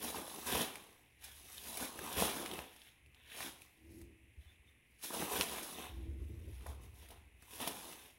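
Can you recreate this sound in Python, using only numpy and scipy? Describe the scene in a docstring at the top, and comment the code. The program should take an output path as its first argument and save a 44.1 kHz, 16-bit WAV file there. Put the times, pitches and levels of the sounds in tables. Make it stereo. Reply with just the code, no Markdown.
"""A ferret pounces and digs in a fabric play pen full of foam packing pieces and hollow plastic balls.
Each shove builds, stops and settles: the foam rubs and crunches in swarms of tiny slips and the balls
jostle. Claws click on plastic, paws knock balls together, foam skids and faintly squeaks, and the pen
and the small room answer briefly. Underneath, a low rumble swells in the pauses, twice with a hollow
drone, over a faint hiss."""
import sys
import numpy as np
from scipy import signal
from scipy.fft import rfft, irfft, next_fast_len
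from scipy.io import wavfile
from scipy.ndimage import uniform_filter1d

SR = 44100
rng = np.random.default_rng(int(sys.argv[2]) if len(sys.argv) > 2 else 0)


def generate_wav(sig):
    """Save sig (samples, or channels by samples) to the path in sys.argv[1] as 16-bit PCM at SR."""
    pcm = np.round(np.clip(np.atleast_2d(sig).T, -1, 1) * 32767).astype(np.int16)
    wavfile.write(sys.argv[1], SR, pcm)


N = 360738
TIME = np.arange(N) / SR


def gain_of(db):
    return 10 ** (np.asarray(db) / 20)


def unit_rms(x):
    return x / np.sqrt(np.mean(x ** 2) + 1e-20)


def value_at(points, hz):
    """Reads a curve drawn in straight lines on a log-frequency axis."""
    point_hz, value = np.transpose(points)
    return np.interp(np.log(hz + 1), np.log(point_hz + 1), value)


def add(mix, start_s, sound):
    """Lays a stereo sound into the mix."""
    part = mix[:, max(round(start_s * SR), 0):][:, :sound.shape[1]]
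    part += sound[:, :part.shape[1]]


def equalise(x, points, size=4096):
    """A minimum-phase EQ, so that attacks stay sharp."""
    hz = abs(np.fft.fftfreq(size, 1 / SR))
    log_gain = np.log(gain_of(np.maximum(value_at(points, hz), -100)))
    taps = np.fft.ifft(np.exp(np.conj(signal.hilbert(log_gain)))).real
    return signal.oaconvolve(x, taps[None, :size // 2], axes=1)[:, :x.shape[1]]


def wander(per_s):
    """A smooth random drift of unit strength that changes about per_s times a second."""
    sos = signal.butter(2, per_s, fs=SR, output="sos")
    return unit_rms(signal.sosfilt(sos, rng.standard_normal(N)))


def wavering_tone(hz, width_hz):
    """A narrow, randomly driven resonance: fairly steady in strength, unsteady in pitch."""
    waver = wander(width_hz) + 1j * wander(width_hz)
    carrier = np.exp(2j * np.pi * np.cumsum(hz * np.ones(N)) / SR)
    return unit_rms((waver / (abs(waver) + .5) * carrier).real)


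# Stereo width of scattered sound. Each row: frequency in Hz, left-right correlation from -1 to 1.
STEREO_LIKENESS = [(100, 0.95), (300, 0.92), (640, 0.27), (1400, -0.13), (3100, -1), (7000, 0)]

def diffuse_noise(size):
    """Noise from all sides: left and right share the bass but differ higher up."""
    padded = next_fast_len(size)
    left, other = rfft(rng.standard_normal((2, padded)))
    likeness = np.clip(value_at(STEREO_LIKENESS, np.linspace(0, SR / 2, len(left))), -1, 1)
    right = likeness * left + np.sqrt(1 - likeness ** 2) * other
    return irfft([left, right], padded)[:, :size]


def low_noise(eq, steadiness):
    """A dark noise bed, its chance swells partly levelled out."""
    noise = equalise(diffuse_noise(N), eq, size=16384)
    power = abs(uniform_filter1d((noise ** 2).mean(0), size=1500)) + 1e-20
    return unit_rms(noise / power ** (steadiness / 2))


# Tone of the hiss, one table a side. 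Each row: frequency in Hz, gain in dB.
HISS_LEFT_EQ = [(20, -22), (65, -6), (120, 1), (160, -6.5), (300, -8.5), (700, -15.5), (1350, -20.5),
                (2000, -1.5), (2600, -1.5), (4600, -29.5), (8000, -24.5), (10200, -14.5), (16000, -42)]
HISS_RIGHT_EQ = [(20, -1), (65, 1), (120, 1), (160, -8), (300, -5.5), (700, -21.5), (1350, -28),
                 (4600, -57), (7800, -43), (10200, -24), (16000, -29)]

def hiss(gain_db=-52.0):
    """Quiet room air and microphone hiss, with a narrow band of it on the left."""
    left, right = diffuse_noise(N)
    sides = [equalise(left[None], HISS_LEFT_EQ), equalise(right[None], HISS_RIGHT_EQ)]
    return gain_of(gain_db) * np.vstack(sides)


# Drone automation, one list a swell. Each row: time in seconds, level in dB, pitch in Hz.
DRONE_SWELLS = [
    [(3.76, -79.5, 322), (3.898, -60, 328), (3.988, -57.5, 330), (4.268, -80.5, 332), (4.3, -78, 331)],
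    [(5.92, -63, 328), (6.092, -56, 331), (6.266, -65, 328), (6.338, -67, 331), (6.5, -68, 326)],
]

def drone(air_db=-4.0):
    """A hollow resonance glides over the last two swells of the rumble, with some noise around it."""
    level = sum(gain_of(np.interp(TIME, *np.transpose(swell)[:2], left=-120, right=-120))
                for swell in DRONE_SWELLS)
    times, _, hz = np.vstack(DRONE_SWELLS).T
    tone = wavering_tone(np.interp(TIME, times, hz), width_hz=11.0)
    pan = gain_of([[1.0], [-2.0]])
    air = low_noise([(90, -32), (200, 1), (350, -4), (450, -9), (650, -18.5), (1500, -38)], steadiness=.3)
    return uniform_filter1d(level, size=1000) * (tone * pan + gain_of(air_db) * air)


# Slow swells of the rumble. Each row: start in seconds, rise in seconds, hold in seconds,
# level in dB, fade in dB per second.
RUMBLE_SWELLS = [(1.15, 0.079, .7, -67.5, 30), (3.002, 0.06, 0.055, -67, 23), (3.789, .12, 0.1, -59, 21),
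                 (5.827, 0.16, 0.44, -47, 18.5)]

def rumble_envelope(jostle_db, base_db=-77.5, thud_db=-15):
    """Slow swells over a steady base, plus the pen floor shaken along with the balls."""
    power = gain_of(base_db) ** 2 + gain_of(jostle_db + thud_db) ** 2
    for start, rise, hold, db, fade in RUMBLE_SWELLS:
        t = TIME - start
        swell = np.clip(t / rise, 0, 1) * gain_of(db - fade * np.maximum(t - rise - hold, 0))
        power += swell ** 2
    return np.sqrt(power)


# Tone of the rumble's noise. Each row: frequency in Hz, gain in dB.
RUMBLE_EQ = [(20, -36.5), (44, -28.5), (58, 3), (70, 0), (88, -2), (120, -10), (160, -24.5), (260, -21),
             (420, -24), (650, -38), (1500, -99)]
# Soft, deep bumps in the rumble. Each row: start in seconds, relative level in dB.
RUMBLE_BUMPS = [(0.538, -43.5), (2.165, -39), (2.214, -41), (2.585, -53), (4.014, -49), (4.373, -44),
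                (4.455, -52), (4.591, -55), (5.38, -50), (6.081, -36), (6.211, -38), (6.681, -43),
                (6.831, -56), (7.123, -50)]

def rumble(envelope, hz=70, tone_db=-4.0, noise_db=-2.0):
    """A deep tone and dark noise come and go near the centre, with soft bumps a few cycles long."""
    noise = low_noise(RUMBLE_EQ, steadiness=1.0)
    noise = 0.79 * noise + 0.16 * noise[::-1]  # crossfeed narrows the image
    out = envelope * (gain_of(tone_db) * wavering_tone(hz, width_hz=7.0) + gain_of(noise_db) * noise)
    t = TIME[:SR // 6]
    age = t / 0.017  # a bump crests after 17 ms
    for start, db in RUMBLE_BUMPS:
        bump = age ** 2 * np.exp(2 - 2 * age) * np.sin(2 * np.pi * (hz * t + rng.random()))
        add(out, start, gain_of(db - 1.0) * np.array([bump, bump]))
    return out


# Decay of the small room. Each row: frequency in Hz, time to fall 60 dB in seconds.
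ROOM_DECAY = [(200, 0.47), (1000, 0.58), (4000, 0.44), (15000, 0.25)]

def pen_and_room(dry, near_db, room_db, near_decay_s=0.0046, paths=7, paths_per_s=13):
    """Quick scatter off the filling and pen wall, then the room; the paths change as the pieces move."""
    t = TIME[:SR // 4]
    position = TIME * paths_per_s
    wet = np.zeros((2, N))
    for path in range(paths):
        near = diffuse_noise(len(t)) * np.exp(-t / near_decay_s)
        hz, when, spectra = signal.stft(diffuse_noise(len(t)), SR, nperseg=256)
        decay = gain_of(-60 * when / value_at(ROOM_DECAY, hz)[:, None])
        tail = signal.istft(spectra * decay, SR, nperseg=256)[1][:, :len(t)]
        echo = (gain_of(near_db) * near / np.linalg.norm(near[0])
                + gain_of(room_db) * tail / np.linalg.norm(tail[0]))
        crossfade = np.sin(np.pi / 2 * np.minimum((position - path) % paths, 2))
        wet += signal.oaconvolve(dry * crossfade, echo, axes=1)[:, :N]
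    return dry + wet


# Stereo lean of the pen. Each row: frequency in Hz, left minus right in dB.
LEFT_LEAN = [(300, -.5), (430, 0), (560, 5), (1400, 4.5), (2000, 9), (2600, 9), (3600, 7.5), (5000, 4),
             (6500, 6), (7900, 15), (9200, 3), (10500, 1), (15500, 1.5)]

def microphones(x):
    """The left microphone hears more midrange; the right one has a notch in the treble."""
    hz, lean_db = np.transpose(LEFT_LEAN)
    left_db = -10 * np.log10((1 + gain_of(-lean_db) ** 2) / 2)  # constant-power pan
    return np.vstack([equalise(x[:1], np.c_[hz, left_db]), equalise(x[1:], np.c_[hz, left_db - lean_db])])


# Faint squeaks under the shifting animal. Each row: start in seconds, length in seconds,
# level in dB, centre pitch in Hz.
FOAM_SQUEAKS = [(4.459, 0.067, -69, 3500), (4.671, 0.032, -68, 3610)]

def foam_squeaks(glide_hz_per_s=5000, waver_hz=60):
    """Slow sticking and slipping settles into a thin tone that creeps upward."""
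    out = np.zeros((2, N))
    for start, length, db, hz in FOAM_SQUEAKS:
        t = np.arange(0, length, 1 / SR)
        pitch = hz + glide_hz_per_s * (t - length / 2) + waver_hz * wander(200)[:len(t)]
        tone = gain_of(db) * np.sin(np.pi * t / length) * np.sin(2 * np.pi * np.cumsum(pitch) / SR)
        add(out, start, np.array([tone, tone]))
    return out


# The foam's two voices, fizzy rub and midrange crunch. Each row: frequency in Hz, gain in dB.
RUB_EQ = [(2350, -29.5), (4000, -1.5), (4440, -7), (5730, -5.5), (7620, -9.5), (10400, -1), (12100, -4.5),
          (13500, -7), (15200, -10.5), (16000, -2)]
CRUNCH_EQ = [(820, -20), (1400, -5.5), (1610, -0.5), (1730, -1), (2220, 1), (3650, 4), (4400, -9),
             (5720, -52.5), (9680, -120)]
# Single skids. Each row: start in seconds, relative level in dB, length in seconds.
FOAM_SCUFFS = [(0.05, -47, 0.014), (0.077, -44, 0.014), (0.468, -32, 0.011), (0.613, -30, 0.018),
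               (1.238, -41.5, 0.024), (1.769, -33, 0.015), (2.126, -32, 0.011), (2.363, -42, 0.027),
               (5.032, -41, 0.015), (5.133, -41, 0.015), (5.628, -37, 0.027), (7.104, -50.5, 0.018),
               (7.613, -38, 0.015), (7.674, -27, 0.012)]

def foam_scuffs(slips_per_s=2500, crunch_db=-8.0):
    """One piece skids over another in a quick run of stick-slip ticks that starts hard and fades."""
    out = np.zeros((2, N))
    t = TIME[:SR // 12]
    for start, db, length in FOAM_SCUFFS:
        noise = diffuse_noise(len(t))
        slipping = rng.random(len(t)) < slips_per_s / SR
        ticks = unit_rms(noise * (0.48 + 3 * slipping))
        age = t / length
        envelope = np.minimum(age * 10, 1) * np.exp(-2 * age ** 2)
        add(out, start, gain_of(db) * ticks * envelope)
    return equalise(out, RUB_EQ) + gain_of(crunch_db) * equalise(out, CRUNCH_EQ)


# Hollow body of the balls. 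Each row: frequency in Hz, gain in dB.
BALL_EQ = [(76, -32), (130, -10.5), (250, -2.5), (422, -2.5), (534, -5.5), (622, -7), (682, -2.5),
           (863, -1), (1070, -4.5), (1500, -11.5), (1950, -19.5), (3300, -120)]
# Paws land and push balls together. Each row: start in seconds, relative level in dB.
BALL_KNOCKS = [(0.145, -35), (0.384, -34.5), (0.55, -21), (1.799, -38), (2.049, -39), (2.177, -34),
               (2.22, -21), (2.588, -35.5), (3.404, -41), (4.017, -57), (5.103, -33.5), (5.222, -30),
               (6.662, -34), (7.423, -52), (7.601, -32.5), (7.674, -30)]

def ball_knocks(decay_s=0.0039):
    """A blow shakes several hollow balls at once, damped by the foam."""
    out = np.zeros((2, N))
    t = TIME[:SR // 10]
    for start, db in BALL_KNOCKS:
        blow = equalise(diffuse_noise(len(t)) * np.exp(-t / decay_s), BALL_EQ)
        add(out, start, gain_of(db) * blow / abs(blow).max())
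    return gain_of(-2.0) * out


# A claw or a ball hits plastic. Each row: start in seconds, relative level in dB, pitch in Hz,
# trim of the bright tick in dB.
PLASTIC_CLICKS = [(0.55, -25.5, 2060, -8), (0.7563, -33.5, 2290, -1), (1.581, -34.5, 3500, -4),
                  (1.9905, -28, 1610, -2), (2.4612, -26, 2490, -5), (2.5144, -31.5, 3270, -3.5),
                  (2.537, -34, 3040, 4), (2.591, -29, 2660, -10), (2.763, -45, 2450, 0),
                  (2.818, -43.5, 3300, -9), (3.062, -51.5, 2600, -4), (3.1465, -47, 2950, -5),
                  (3.4061, -28, 1850, -3), (3.6193, -43, 2500, 3.5), (4.0146, -53.5, 1920, 10.5),
                  (5.4109, -11, 2600, -5), (5.421, -23, 3360, 1), (6.6657, -42.5, 1540, 5),
                  (6.8343, -57, 2530, 7.5), (7.087, -50, 2160, 9), (7.423, -57.5, 1970, 13),
                  (7.6027, -36, 2950, 5.5), (7.677, -34, 3460, -3)]

def plastic_clicks(ring_s=0.00071, tick_s=0.0024, shortening=0.0082):
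    """Thin plastic rings for a few cycles under a bright tick; harder contacts are shorter."""
    out = np.zeros((2, N))
    t = TIME[:SR // 40]
    for start, db, hz, tick_db in PLASTIC_CLICKS:
        age = t * 10 ** (shortening * (db + 31.0))
        ring = np.sin(2 * np.pi * hz * t) * np.exp(-age / ring_s)
        tick = 0.16 * diffuse_noise(len(t)) * np.exp(-age / tick_s)
        add(out, start, gain_of(db) * (ring + gain_of(tick_db) * tick))
    bright_eq = [(200, -3.5), (1500, -8), (3000, -4.5), (4500, 0), (6500, -1), (10500, 7), (15500, -3)]
    return gain_of(4.0) * equalise(out, bright_eq)


def slip_swarm(level_db, peak_per_s, spread_db, ring_s, band_hz, samples, crowding=.25):
    """Tiny slips, each a damped ring with its own pitch and place; harder stirring makes more of them."""
    chance, pitch, place, phase, force = rng.random((5, N))
    rate = peak_per_s * gain_of(crowding * (level_db - level_db.max()))
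    onsets = np.flatnonzero(chance < rate / SR)
    force_db = spread_db * np.minimum(-np.log(1 - force[onsets]), 4)
    strength = gain_of(force_db) / np.sqrt(rate[onsets])  # density leaves the power unchanged
    t = TIME[:samples]
    hz = band_hz[0] + (band_hz[1] - band_hz[0]) * pitch[onsets, None]
    rings = strength[:, None] * np.exp(-t / ring_s) * np.sin(2 * np.pi * (hz * t + phase[onsets, None]))
    lag = np.round((place[onsets] - .5) * 14).astype(int)  # samples between left and right
    return np.array([np.bincount((starts[:, None] + np.arange(samples)).ravel(), rings.ravel(), N)[:N]
                     for starts in np.maximum([onsets, onsets + lag], 0)])


def voice_swarm(swarm, eq, level_db, band_hz):
    """A swarm takes the tone of its material and, within a band, the level of the stirring."""
    sound = equalise(swarm, eq)
    sos = signal.butter(4, band_hz, "bandpass", fs=SR, output="sos")
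    band_rms = np.std(signal.sosfilt(sos, sound.mean(0))) + 1e-20
    return sound / band_rms * gain_of(level_db)


def pile_weight(x, level_db, bass_slope=0.15, bass_hz=450, bass_db=8.0):
    """Light stirring moves only the top layer, so the bass grows faster than the rest."""
    bass = signal.sosfiltfilt(signal.butter(2, bass_hz, fs=SR, output="sos"), x)
    return x + bass * (gain_of(bass_db + bass_slope * level_db) - 1)


def filling_rustle(rub_db, crunch_db, jostle_db, clump_db=1.1):
    """Foam rubs with a fine fizz and crunches under weight; the hollow balls jostle beneath."""
    high, middle, low, hollow = (4300, 15900), (1200, 4300), (120, 1700), (520, 1400)  # bands in Hz
    rub = slip_swarm(rub_db, peak_per_s=7000, spread_db=-1.5, ring_s=.0001, band_hz=high, samples=28)
    crunch = slip_swarm(crunch_db, peak_per_s=3200, spread_db=3, ring_s=.00025, band_hz=middle, samples=80)
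    jostle = slip_swarm(jostle_db, peak_per_s=2000, spread_db=2.5, ring_s=.0015, band_hz=low, samples=280)
    rub = voice_swarm(rub, RUB_EQ, rub_db, high)
    crunch = voice_swarm(crunch, CRUNCH_EQ, crunch_db, middle)
    jostle = pile_weight(voice_swarm(jostle, BALL_EQ, jostle_db, hollow), jostle_db)
    clumps = gain_of(clump_db * wander(79))  # pieces give way together in small collapses
    return clumps * (gain_of(-3.0) * rub + gain_of(-4.0) * crunch + gain_of(-2.5) * jostle)


def shove(start, length, build_db=10, stop_db_per_s=200.5, settle_db=-11.5, settle_db_per_s=58):
    """One push builds and holds; then the pile stops quickly while a few pieces go on settling."""
    attack_s = .01 + 0.23 * length
    attack_left = np.maximum(1 - (TIME - start) / attack_s, 0)
    after_s = np.maximum(TIME - start - length, 0)
    fade_db = np.maximum(-stop_db_per_s * after_s, settle_db - settle_db_per_s * after_s)
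    return gain_of(np.maximum(fade_db - build_db * attack_left, -120))


# The ferret's moves, from pounces to light shifts of a paw. Each row: start in seconds, length in
# seconds, effort in dB, crunch offset in dB, ball offset in dB.
FERRET_SHOVES = [(0.0, 0.091, -44.5, -3.5, -4), (0.135, 0.041, -47.5, -2.5, 1.5),
                 (0.21, 0.23, -52.5, -4.5, -6), (0.446, 0.09, -42, -2, -2), (0.508, 0.11, -41, 0.5, -1.5),
                 (1.211, 0.065, -57.5, 0, -10.5), (1.284, 0.22, -61, -3.5, -12), (1.47, 0.21, -55, -3, -11),
                 (1.629, 0.15, -50, -5.5, -6.5), (1.788, 0.051, -44, -4, -4.5),
                 (1.929, 0.5, -50, -1.5, -0.5), (2.157, 0.098, -39, -1, -1), (2.256, 0.029, -48, -1.5, -11),
                 (2.405, .2, -55.5, 2.5, 2.5), (2.643, 0.24, -68, 2.5, -16), (3.133, .08, -78.5, 9, 2),
                 (3.251, 0.17, -63.5, 10, -4), (3.345, .12, -49, -2, -5.5), (3.598, 0.023, -64, -8, -17),
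                 (3.865, 0.14, -69.5, -20, -18), (4.378, .14, -76.5, 4.5, -4.5),
                 (4.649, 0.053, -81.5, 7, -9), (4.874, 0.13, -79.5, -5, -14), (5.024, 0.034, -44, -6, -13),
                 (5.103, 0.096, -45.5, -3.5, -4), (5.185, 0.053, -45, -2, 0), (5.278, 0.14, -42, -3.5, -2),
                 (5.447, 0.14, -48, -1, -2.5), (5.607, 0.14, -52, -3, -5.5), (5.758, 0.087, -55, 5, 2),
                 (6.157, .3, -74, -1.5, -4.5), (6.452, 0.2, -69, 0.5, -2), (6.647, 0.06, -62.5, -0.5, 3),
                 (6.8, 0.057, -67.5, -2.5, -1.5), (6.927, 0.069, -66, -7, -7), (7.009, 0.021, -63.5, 3, -2),
                 (7.09, 0.038, -66, 1.5, 3), (7.394, 0.11, -67.5, -1.5, -8),
                 (7.496, 0.079, -54, -4.5, -6.5), (7.595, 0.035, -45.5, 1.5, -0.5),
                 (7.657, 0.0223, -48.5, -3, 0.5), (7.703, 0.22, -54.5, -4, -5.5),
                 (7.934, 0.13, -61.5, -1, -4.5)]

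def ferret_digging(rest_db=-87.5):
    """Shoves add in power over the faint stir at rest, giving dB curves for rub, crunch and jostle."""
    power = np.full((3, N), gain_of(rest_db) ** 2)
    for start, length, effort_db, crunch_db, balls_db in FERRET_SHOVES:
        gains = gain_of(effort_db + np.array([[0], [crunch_db], [balls_db]]))
        power += (gains * shove(start, length)) ** 2
    return 10 * np.log10(power)


def scene():
    """The shoves drive the filling and shake the pen; single contacts sound on top."""
    rub_db, crunch_db, jostle_db = ferret_digging()
    rustle = pen_and_room(filling_rustle(rub_db, crunch_db, jostle_db), near_db=-3.0, room_db=-6.0)
    contacts = plastic_clicks() + ball_knocks() + foam_scuffs() + foam_squeaks()
    contacts = pen_and_room(contacts, near_db=-0.5, room_db=-7.0)
    return microphones(rustle + contacts) + rumble(rumble_envelope(jostle_db)) + drone() + hiss()


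def record(dry, cutoff_hz=15850):
    """A steep low-pass trims the very top of the mix."""
    lowpass = signal.firwin(511, cutoff_hz, window=("kaiser", 9), fs=SR)
    return signal.oaconvolve(dry, lowpass[None], "same")


dry = scene()
out = record(dry)
generate_wav(out)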